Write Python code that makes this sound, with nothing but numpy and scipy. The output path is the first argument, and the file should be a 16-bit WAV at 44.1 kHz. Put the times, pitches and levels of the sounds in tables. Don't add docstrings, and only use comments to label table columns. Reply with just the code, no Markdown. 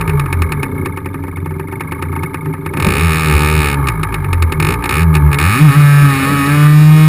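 import sys
import numpy as np
from scipy import signal
from scipy.fft import rfft, irfft
from scipy.io import wavfile
from scipy.ndimage import uniform_filter1d

SR = 44100
rng = np.random.default_rng(int(sys.argv[2]) if len(sys.argv) > 2 else 0)


def convert_level_to_amplitude(level_db):
    exponent = np.asarray(level_db, float) / 20
    return 10 ** exponent


def to_wav(s):
    ch = np.atleast_2d(s).T
    pcm = np.round(np.clip(ch, -1, 1) * 32767)
    wavfile.write(sys.argv[1], SR, pcm.astype(np.int16))


N = 312224


def rms_one(x):
    return x / np.sqrt(np.mean(x ** 2) + 1e-20)


def drift(rate_hz):
    r = np.exp(-80 * np.pi * rate_hz / SR)
    slow = signal.lfilter([1], [1, -2 * r, r * r], rng.standard_normal(N // 40 + 2002))[2000:]
    return np.interp(np.arange(N) / 40, np.arange(len(slow)), rms_one(slow))


def bumps(rows):
    clock = np.arange(N) / SR
    return sum(size * np.maximum(0, 1 - np.abs(clock - s) / half_s) for s, size, half_s in rows)


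def at_speed(points, speed):
    turns_per_s, level_db = np.transpose(points)
    return np.interp(np.log(speed), np.log(turns_per_s), level_db)


def burst(rise_s, fall_s):
    t = np.arange(SR // 25) / SR
    shape = (1 - np.exp(-t / rise_s)) ** 2 * np.exp(-t / fall_s)
    return shape / np.sqrt(np.sum(shape ** 2))


def resonate(x, modes):
    click = np.arange(SR // 4) == 0
    out, answer = 0, 0
    for k, (hz, width_hz, level_db) in enumerate(modes):
        r = np.exp(-np.pi * width_hz / SR)
        b = (-1) ** k * convert_level_to_amplitude(level_db) * (1 - r * r) / 2 * np.array([1, 0, -1])
        a = [1, -2 * r * np.cos(2 * np.pi * hz / SR), r * r]
        out = out + signal.lfilter(b, a, x + 1e-18)
        answer = answer + signal.lfilter(b, a, click + 1e-18)
    return out / np.sqrt(np.sum(answer ** 2))


def once_a_turn(turns, offset):
    return np.diff(np.floor(turns - offset), prepend=np.floor(turns[0] - offset)) > 0


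# (time [s], speed [turns/s])
SPEED = [(0, 55.5), (.58, 36.7), (1.02, 22.5), (2.72, 24.4), (3.02, 79), (3.8, 71.5), (3.97, 53),
         (4.14, 54.8), (4.3, 44.5), (4.6, 38), (4.72, 60.5), (4.87, 56), (5.02, 85), (5.4, 69), (5.53, 109),
         (5.6, 145), (6.32, 142.7), (7.0, 155.5)]
# (time [s], speed change [turns/s], half length [s])
SURGES = [(1.5, -1.2, .3), (2.08, 6.5, .42), (3.055, 7, .055), (3.2, 3, .08), (3.36, -2.5, .1),
          (3.55, 4, .1), (3.72, -2, .08), (3.97, -1, .05), (5.15, -3.5, .12), (5.33, -2.5, .07),
          (5.645, 12, .045), (5.718, -8, .05), (5.79, 3, .06), (6.14, -7, .1), (6.23, -7.5, .09),
          (6.43, -6.5, .1)]


def crank_speed():
    s, turns_per_s = np.transpose(SPEED)
    return np.interp(np.arange(N) / SR, s, turns_per_s) + bumps(SURGES)


def crank_turns(speed):
    start_turn, lead_s, settle_s = -.27, .0022, .06
    turns = start_turn + np.cumsum(speed) / SR
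    firings_s = [row[0] for row in STRAY_IDLE[1:] + STRAY_COAST + PULLS[:4]]
    at = np.sort([round((s + lead_s) * SR) for s in firings_s])
    nudge, nudges = 0, []
    for i in at:
        nudge += round(turns[i] + nudge) - turns[i] - nudge
        nudges.append(nudge)
    return turns + uniform_filter1d(np.interp(np.arange(N), at, nudges), round(settle_s * SR))


def throttle():
    lag_s = 0.061
    clock = np.arange(N) / SR
    wide = np.minimum(sum((clock >= p[0]) * (clock <= p[1]) * 1. for p in PULLS), 1)
    return uniform_filter1d(wide, round(lag_s * SR) + 1)


def wind(second_db):
    band = signal.butter(2, [34, 70], "band", fs=SR, output="sos")
    gusts = signal.sosfilt(band, rng.standard_normal(N))
    return convert_level_to_amplitude(-40 + .5 * (second_db + 24) + 3.5 * drift(3.6)) * rms_one(gusts)


# (time [s], level [dB], half length [s])
CHURN = [
    (6.25, 20, .45),
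    (2.87, 21, 0.16),
]
# (frequency [Hz], width [Hz], level [dB])
CHURN_BODY = [(192, 29, 7.6), (520, 230, -3.5), (650, 110, -7.5)]


def churn():
    return convert_level_to_amplitude(-43 + bumps(CHURN) + 4.1 * drift(14)) * resonate(rng.standard_normal(N), CHURN_BODY)


# (frequency [Hz], width [Hz], level [dB])
CLAMP = [(88.1, 4.5, 0.2), (155.4, 9, -3), (278.6, 15.2, -11.5), (390, 13.5, -12.5)]


def clamp(speed, turns):
    kicks = once_a_turn(turns, .2) * convert_level_to_amplitude(rng.normal(0, 0.79, N)) * np.sqrt(SR / speed)
    stir = 0.91 * rng.standard_normal(N)
    return convert_level_to_amplitude(-25 + 2.15 * drift(7.5)) * resonate(kicks + stir, CLAMP)


# (speed [turns/s], level [dB])
CLATTER = [(22, -36), (29, -31), (45, -27.5), (70, -21.5), (150, -32.5)]
# (frequency [Hz], width [Hz], level [dB])
CASING = [(895, 40, -1), (1130, 70, -5), (1235, 70, -3), (1660, 90, -10), (1760, 70, -13), (2185, 50, -11),
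          (2400, 80, -19), (3300, 500, -39), (3830, 200, -34), (5200, 400, -52)]
# (frequency [Hz], width [Hz], level [dB])
PORT = [(2196, 136, 26.5), (2420, 130, -24), (3550, 180, 13)]


def clatter(speed, turns, wide):
    open_db = -3
    clatter_db = at_speed(CLATTER, speed) + open_db * wide
    per_turn = np.sqrt(SR / speed)
    pulse = (1 + .4 * np.cos(2 * np.pi * (turns - .1))) * convert_level_to_amplitude(1.5 * drift(30))
    knocks = once_a_turn(turns, -.05) * convert_level_to_amplitude(rng.normal(0, 0.47, N)) * per_turn
    knocks = signal.sosfilt(signal.butter(2, 2000, fs=SR, output="sos"), knocks)
    rattle = resonate(rng.standard_normal(N) * pulse + .7 * knocks, CASING)
    ticks = once_a_turn(turns, -0.38) * convert_level_to_amplitude(rng.normal(0, 0.64, N)) * per_turn
    hiss = signal.oaconvolve(ticks, burst(rise_s=.002, fall_s=.0025))[:N] * rng.standard_normal(N)
    hiss_db = -18.6 - 0.27 * (speed - 25)
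    return convert_level_to_amplitude(clatter_db - 3.0) * (rattle + convert_level_to_amplitude(hiss_db) * resonate(resonate(hiss, PORT), PORT))


# (speed [turns/s], level [dB])
HIGH_ORDERS = [(22, -37), (29, -26.5), (37, -16), (43, -25.5), (51, -15), (60, -24), (76, -25), (145, -38)]
# (time [s], level [dB], half length [s])
FRAME_SWELLS = [
    (.12, 5, 0.2),
    (.58, 2.5, 0.1),
    (.85, 8, 0.15),
    (1.45, 2, .25),
    (2.0, 2.5, 0.27),
    (3.5, 1, .3),
    (4.05, -11, 0.26),
    (5.5, -6.5, 0.14),
]
# (frequency [Hz], width [Hz], level [dB])
FRAME = [(85.8, 20.4, 2), (144.9, 16.9, -1), (183, 180, -13.5), (272.8, 43, -5.5), (405.5, 43, -4.5),
         (475, 49, -20.5), (523, 100, -23.5)]


def frame(speed, felt, turns, wide):
    open_db, labour_db_per_surge, fade_speed = 6, 0.27, 92
    rumble_db = at_speed(HIGH_ORDERS, felt) + open_db * wide
    rumble_db = rumble_db - labour_db_per_surge * bumps(SURGES) + bumps(FRAME_SWELLS)
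    grid_hz = np.arange(5000.)
    peaks = np.array([convert_level_to_amplitude(db) / (1 + (2 * (grid_hz - hz) / width_hz) ** 2) for hz, width_hz, db in FRAME])
    housing_extra = convert_level_to_amplitude(np.minimum(-2 + (speed - 23), 24)) - 1
    lines, power = 0, 1e-12
    for order in range(3, 22):
        hz = order * speed
        gain = np.interp(hz, grid_hz, peaks.sum(0)) + housing_extra * np.interp(hz, grid_hz, peaks[1])
        wander = convert_level_to_amplitude(2.0 * drift(6))
        slip = .012 * order * drift(6)
        lines = lines + gain * wander * np.cos(2 * np.pi * (order * turns + rng.random() + slip))
        power = power + gain ** 2 / 2
    lines = lines / np.sqrt(power)
    jolts = rms_one(resonate(resonate(rng.standard_normal(N), FRAME), FRAME))
    jolt_share = .28 * (speed / 25) ** .6
    line_share = 0.67 * np.minimum(1, fade_speed / speed) ** 2
    return convert_level_to_amplitude(rumble_db) * (line_share * lines + jolt_share * jolts)


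# (speed [turns/s], level [dB])
FIRST_ORDER = [(24, -50), (48, -28), (72, -19), (84, -11.5), (100, -15.5), (135, -20.5), (144, -3.5),
               (155, -3)]
SECOND_ORDER = [(27, -45), (37, -42), (42, -10), (53, -26), (74, -14), (90, -12.5), (136, -11.5),
                (150, -16)]
# (time [s], first order [dB], second order [dB], half length [s])
ORDER_SWELLS = [(.12, -1, -12, 0.18), (2.48, -8, -4, .1), (3.202, -18, -9, 0.11), (3.355, 10.5, 0.1, 0.041),
                (4.37, 0.1, 2.5, 0.19), (4.872, -6, -11, 0.12), (5.268, 11, 4.5, .08), (5.364, -9, 2, 0.065),
                (5.5, 3.5, -4, 0.13), (5.607, 2, 4, 0.032), (5.739, -10, -3, 0.03), (5.912, -1.5, -24, 0.12),
                (6.44, -9, 3.5, 0.24), (7.006, -2, 1, 0.067)]


def mount_levels(felt, wide):
    open_second_db = -5
    first_db = at_speed(FIRST_ORDER, felt) + bumps([(s, db, half_s) for s, db, _, half_s in ORDER_SWELLS])
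    second_db = at_speed(SECOND_ORDER, felt) + bumps([(s, db, half_s) for s, _, db, half_s in ORDER_SWELLS])
    return first_db, second_db + open_second_db * wide


def low_orders(turns, first_db, second_db):
    first = convert_level_to_amplitude(first_db + .6 * drift(12)) * np.cos(2 * np.pi * turns)
    second = convert_level_to_amplitude(second_db + 1.3 * drift(30)) * np.cos(4 * np.pi * turns + 0.41)
    return np.sqrt(2) * (first + second)


# (first firing [s], end [s], crack [dB], bark over crack [dB], ring over crack [dB])
PULLS = [
    (2.866, 3.741, -29.5, 11, 6.5),
    (4.599, 4.747, -31, 12, 7.5),
    (4.908, 5.033, -30.5, 13, 7.5),
    (5.398, 5.626, -29.5, 14, 7.5),
    (5.652, 6.667, -33.5, 16, 6),
    (6.628, 7.094, -34.5, 13, 3.5),
]
# (time [s], crack peak [dB])
STRAY_IDLE = [(.0094, -25), (0.0758, -31), (0.0941, -27), (.195, -24.5), (.2589, -40), (0.326, -22),
              (0.4189, -21), (.5198, -21.5), (0.6295, -23), (0.8574, -28), (0.9727, -38.5), (1.058, -40.5),
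              (1.1426, -51), (1.2379, -60), (1.281, -63), (1.3701, -52), (1.4592, -52), (1.508, -67),
              (1.5964, -47), (1.684, -64), (1.7247, -47), (1.8064, -31), (1.92, -32.5), (2.0232, -28),
              (2.1269, -58), (2.162, -46), (2.2326, -32), (2.3428, -32), (2.4577, -53), (2.5375, -50)]
STRAY_COAST = [(2.661, -33), (2.7362, -37.5), (2.77, -27), (2.799, -22), (2.823, -19), (2.845, -17.5),
               (3.8548, -66), (3.8699, -22.5), (3.8842, -14.5), (4.0309, -20), (4.123, -38), (4.141, -21.5),
               (4.2433, -39), (4.3288, -21), (4.4221, -18.5), (4.521, -20), (4.8229, -42), (4.839, -20.5),
               (4.856, -23), (4.891, -16.5), (5.1398, -32), (5.1507, -16), (5.1654, -26), (5.2742, -57),
               (5.3138, -34), (5.3282, -19.5), (5.3425, -20.5), (5.3853, -14.5)]


def firings(speed, turns, wide):
    labour_db_per_surge, shut_s, shut_db = 0.26, 0.027, -5
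    full_db, bark_keeps, ring_keeps = -19, 0.73, 0.49
    blows, clock = np.zeros((3, N)), np.arange(N) / SR
    uneven_db = rng.standard_normal((3, N)) * 0.37
    ahead = np.roll(wide, -round(shut_s * SR))
    load_db = -labour_db_per_surge * bumps(SURGES) + shut_db * (1 - ahead) * (clock < PULLS[-1][0])
    last_end = 0
    for start, end, crack_db, bark_db, ring_db in PULLS:
        if start > last_end + .05:
            fires = once_a_turn(turns, turns[round(start * SR)])
        else:
            start = last_end
        on = fires * (clock >= start) * (clock < end) * np.sqrt(SR / speed)
        part_db = np.array([[0.5], [bark_db - 1.5], [ring_db + 2.0]])
        blows += on * convert_level_to_amplitude(crack_db + load_db + part_db + uneven_db)
        last_end = end
    for s, peak_db in STRAY_IDLE + STRAY_COAST:
        weak_db = full_db - peak_db
        part_db = np.array([18, 27.5 + bark_keeps * weak_db, 26.5 + ring_keeps * weak_db])
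        blows[:, round(s * SR)] += convert_level_to_amplitude(peak_db + part_db)
    return blows


# (delay [s], level [dB])
PIPE_ECHOES = [(.0042, -6.5), (.0072, -18.5), (0.013, -16.5)]


def blast(clicks, modes, rise_s, fall_s, fresh):
    shape = burst(rise_s, fall_s)
    eddies = rfft(shape * rng.standard_normal(len(shape)))
    eddies = irfft(eddies / np.abs(eddies))[:len(shape) // 2]
    rush = signal.oaconvolve(clicks, eddies)[:N]
    gas = rush + fresh * signal.oaconvolve(clicks, shape)[:N] * rng.standard_normal(N)
    pipe = gas.copy()
    for delay_s, echo_db in PIPE_ECHOES:
        lag = round(delay_s * SR)
        pipe[lag:] -= convert_level_to_amplitude(echo_db) * gas[:-lag]
    return resonate(pipe, modes)


# (frequency [Hz], width [Hz], level [dB])
CRACK = [(2893, 440, -2), (3682, 1700, -3.5), (3787, 166, 4.5), (4397, 340, -5.5), (4704, 1050, -4),
         (5240, 234, -1.5), (5430, 720, -10)]
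BARK = [(838, 33, -10.5), (1092, 21, -12), (1198.4, 41.3, 6), (1470, 43, -4), (1620, 183, -4),
        (1769, 283, -5), (1943, 24.4, -4)]
RING = [(2163, 32, 9), (2425, 170, 1.5), (2580, 88, -0.5), (2715, 130, -9)]
THUMP = [(269.4, 34, -6.5), (365.2, 31, -1), (520, 13.6, -11), (899.6, 39, -4.5)]
# (frequency [Hz], width [Hz], level [dB])
PIPE_TUNE = [(630, 87, -17), (200, 120, 20)]


def exhaust(speed, turns, wide):
    cracks, barks, rings = firings(speed, turns, wide)
    rough = 1 + .02 * np.maximum(0, speed - 100)
    crack = blast(cracks, CRACK, rise_s=0.0012, fall_s=0.00063, fresh=0.3 * rough)
    bark = blast(barks, BARK, rise_s=0.00033, fall_s=0.0057, fresh=0.2 * rough)
    ring = blast(rings, RING, rise_s=0.0014, fall_s=0.00085, fresh=0.24 * rough)
    song = resonate(barks * convert_level_to_amplitude(-10.5 + 0.8 * (speed - 136)), PIPE_TUNE)
    thump = resonate(barks * convert_level_to_amplitude(-0.5 - 0.22 * (speed - 38)), THUMP)
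    return crack + bark + ring + song + thump


def scene():
    mount_lag_s = 0.018
    speed = crank_speed()
    turns = crank_turns(speed)
    wide = throttle()
    keep = np.exp(-1 / (mount_lag_s * SR))
    felt = speed[0] + signal.lfilter([1 - keep], [1, -keep], speed - speed[0])
    first_db, second_db = mount_levels(felt, wide)
    background = wind(second_db) + churn() + clamp(speed, turns)
    shake = frame(speed, felt, turns, wide) + low_orders(turns, first_db, second_db)
    engine = clatter(speed, turns, wide) + exhaust(speed, turns, wide)
    return (background + shake + engine)[None]


def low_pass(x):
    return signal.sosfilt(signal.butter(12, 15780, fs=SR, output="sos"), x)


def record(dry):
    hold_hz = 12000
    coarse = signal.resample_poly(dry, hold_hz // 300, SR // 300, axis=1)
    coarse = coarse / (1 + (coarse / 1.3) ** 4) ** .25
    held = np.repeat(coarse, 4, axis=1)
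    x = signal.resample_poly(held, SR // 300, 4 * hold_hz // 300, axis=1)[:, :N]
    x = np.pad(x, ((0, 0), (0, N - x.shape[1])))
    x = signal.sosfilt(signal.cheby2(14, 60, 15580, fs=SR, output="sos"), x)
    return low_pass(np.clip(x, -1, 1))


dry = scene()
out = record(dry)
to_wav(out)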